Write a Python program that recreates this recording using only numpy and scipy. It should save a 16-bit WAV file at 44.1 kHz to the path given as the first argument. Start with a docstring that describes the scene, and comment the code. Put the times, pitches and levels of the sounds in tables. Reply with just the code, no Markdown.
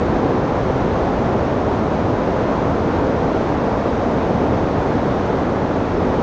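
"""A river in flood breaks white over rocks, heard from the far bank.
Countless air pockets and bubbles burst at once and blur into a smooth roar: big pockets rumble,
heavy water heaves, the foam roars, fine spray hisses. Now and then the level rises or dips briefly.
A faint steady whine, likely electrical, lies under the hiss."""
import sys
import numpy as np
from scipy import signal
from scipy.fft import rfft, irfft
from scipy.io import wavfile
from scipy.ndimage import map_coordinates

SR = 44100
rng = np.random.default_rng(int(sys.argv[2]) if len(sys.argv) > 2 else 0)


def store_wav(level_fs):
    """Save 16-bit WAV to argv[1]."""
    pcm = np.round(np.clip(np.atleast_2d(level_fs), -1, 1) * 32767)
    wavfile.write(sys.argv[1], SR, pcm.T.astype(np.int16))


N = 274302


def from_db(db):
    """Decibels to gain."""
    return 10 ** (np.asarray(db) / 20)


def rms_one(x):
    """Scale to rms 1."""
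    return x / np.sqrt(np.mean(x ** 2) + 1e-20)


def drift(points_per_s):
    """A slow wander of rms 1: random points, smoothly joined."""
    points = rng.standard_normal(1000)
    return rms_one(map_coordinates(points, [5 + np.arange(N) / SR * points_per_s], order=3))


def bursts(churn_db, churn_per_s, bursts_per_s=36000):
    """Bubbles burst as clicks of random time, size and sign; the churn makes them swell and sink a touch."""
    popped = rng.random(N) < bursts_per_s / SR
    clicks = popped * rng.standard_normal(N)
    return clicks * from_db(churn_db * drift(churn_per_s))


def bubble_family(clicks, hz, power_share):
    """Colour the bursts with the part of the whitewater spectrum that one bubble size fills; rms 1."""
    # tone of the whitewater, dulled by distance: (frequency [Hz], relative level [dB])
    whitewater = [(20, -16), (45, -8), (75, -2.5), (150, -3.5), (270, -1), (340, -3), (450, -2),
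                  (600, -4.5), (880, -8.5), (1420, -16.5), (2100, -23.5), (2900, -30), (3700, -32),
                  (4600, -36.5), (6400, -40.5), (7500, -51), (8200, -58.5), (8600, -70.5)]
    pitch_hz, level_db = np.transpose(whitewater)
    colour = from_db(np.interp(np.log(hz), np.log(pitch_hz), level_db))
    band = colour * np.sqrt(np.clip(power_share, 0, 1))
    return rms_one(irfft(rfft(clicks) * band, N))


def rapids():
    """Four bubble sizes, from big pockets to fine spray, fill four bands that cross over smoothly."""
    hz = np.maximum(np.arange(N // 2 + 1) * SR / N, 1)
    crossovers_hz = (150, 420, 1500)
    below_low, below_mid, below_high = (1 / (1 + (hz / edge) ** 6) for edge in crossovers_hz)
    rumble = bubble_family(bursts(churn_db=-0.14, churn_per_s=5.2), hz, below_low)
    heave = bubble_family(bursts(churn_db=-0.02, churn_per_s=7), hz, below_mid - below_low)
    roar = bubble_family(bursts(churn_db=0.32, churn_per_s=9), hz, below_high - below_mid)
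    spray = bubble_family(bursts(churn_db=0.28, churn_per_s=15), hz, 1 - below_high)
    rumble_db, heave_db, roar_db, spray_db = -25, -21.5, -21.5, -35.5   # resting levels
    rumble_lift_db, heave_lift_db, roar_lift_db, spray_lift_db = rises_and_dips()
    return (from_db(rumble_db + rumble_lift_db) * rumble
            + from_db(heave_db + heave_lift_db) * heave
            + from_db(roar_db + roar_lift_db) * roar
            + from_db(spray_db + spray_lift_db) * spray)


def whine():
    """A thin steady sine, likely electrical, tucked under the hiss."""
    # the whine's single tone: (frequency [Hz], rms level [dB])
    tones = [(7838, -83)]
    t = np.arange(N) / SR
    return sum(np.sqrt(2) * from_db(db) * np.sin(2 * np.pi * hz * t) for hz, db in tones)


def rises_and_dips():
    """The level of each band rises or dips briefly on smooth bells; four curves in dB."""
    # brief irregular rises and dips in the level of the steady roar, per band:
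    # (time [s], half width [s], rumble lift [dB], heave lift [dB], roar lift [dB], spray lift [dB])
    fluctuations = [(.3, 0.14, -0.5, 2.5, 0.5, -0.2), (.88, 0.18, 3, -1.5, 0, 0.4),
                    (1.4, .18, 0.5, 0.5, -0.1, -0.2), (2.1, .13, 1.5, 0.3, 0.2, -0.2),
                    (2.4, 0.12, -0.5, 0, .6, .3), (3.1, .13, 0, 1, 0.8, -0.5),
                    (3.35, .1, -0.5, 0.5, -0.8, 0.8), (3.75, .13, -0.5, 0.5, 0.5, 0),
                    (4.45, 0.14, 2, 1, 0.5, -0.2), (5.7, .13, -2, 0, -0.5, -0.3)]
    centre_s, half_width_s, *lifts_db = np.transpose(fluctuations)
    t = np.arange(N) / SR
    bells = np.exp(-0.5 * ((t - centre_s[:, None]) / half_width_s[:, None]) ** 2)
    return np.array(lifts_db) @ bells


def scene():
    """Water and whine, in mono."""
    return (rapids() + whine())[None]


def record(dry):
    """The microphone loses the deepest bass; the top is cut steeply."""
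    low_cut_hz, high_cut_hz = 18, 8489
    low_cut = signal.butter(1, low_cut_hz, "high", fs=SR, output="sos")
    high_cut = signal.ellip(10, 0.1, 50, high_cut_hz, fs=SR, output="sos")
    return signal.sosfilt(high_cut, signal.sosfilt(low_cut, dry))


dry = scene()
out = record(dry)
store_wav(out)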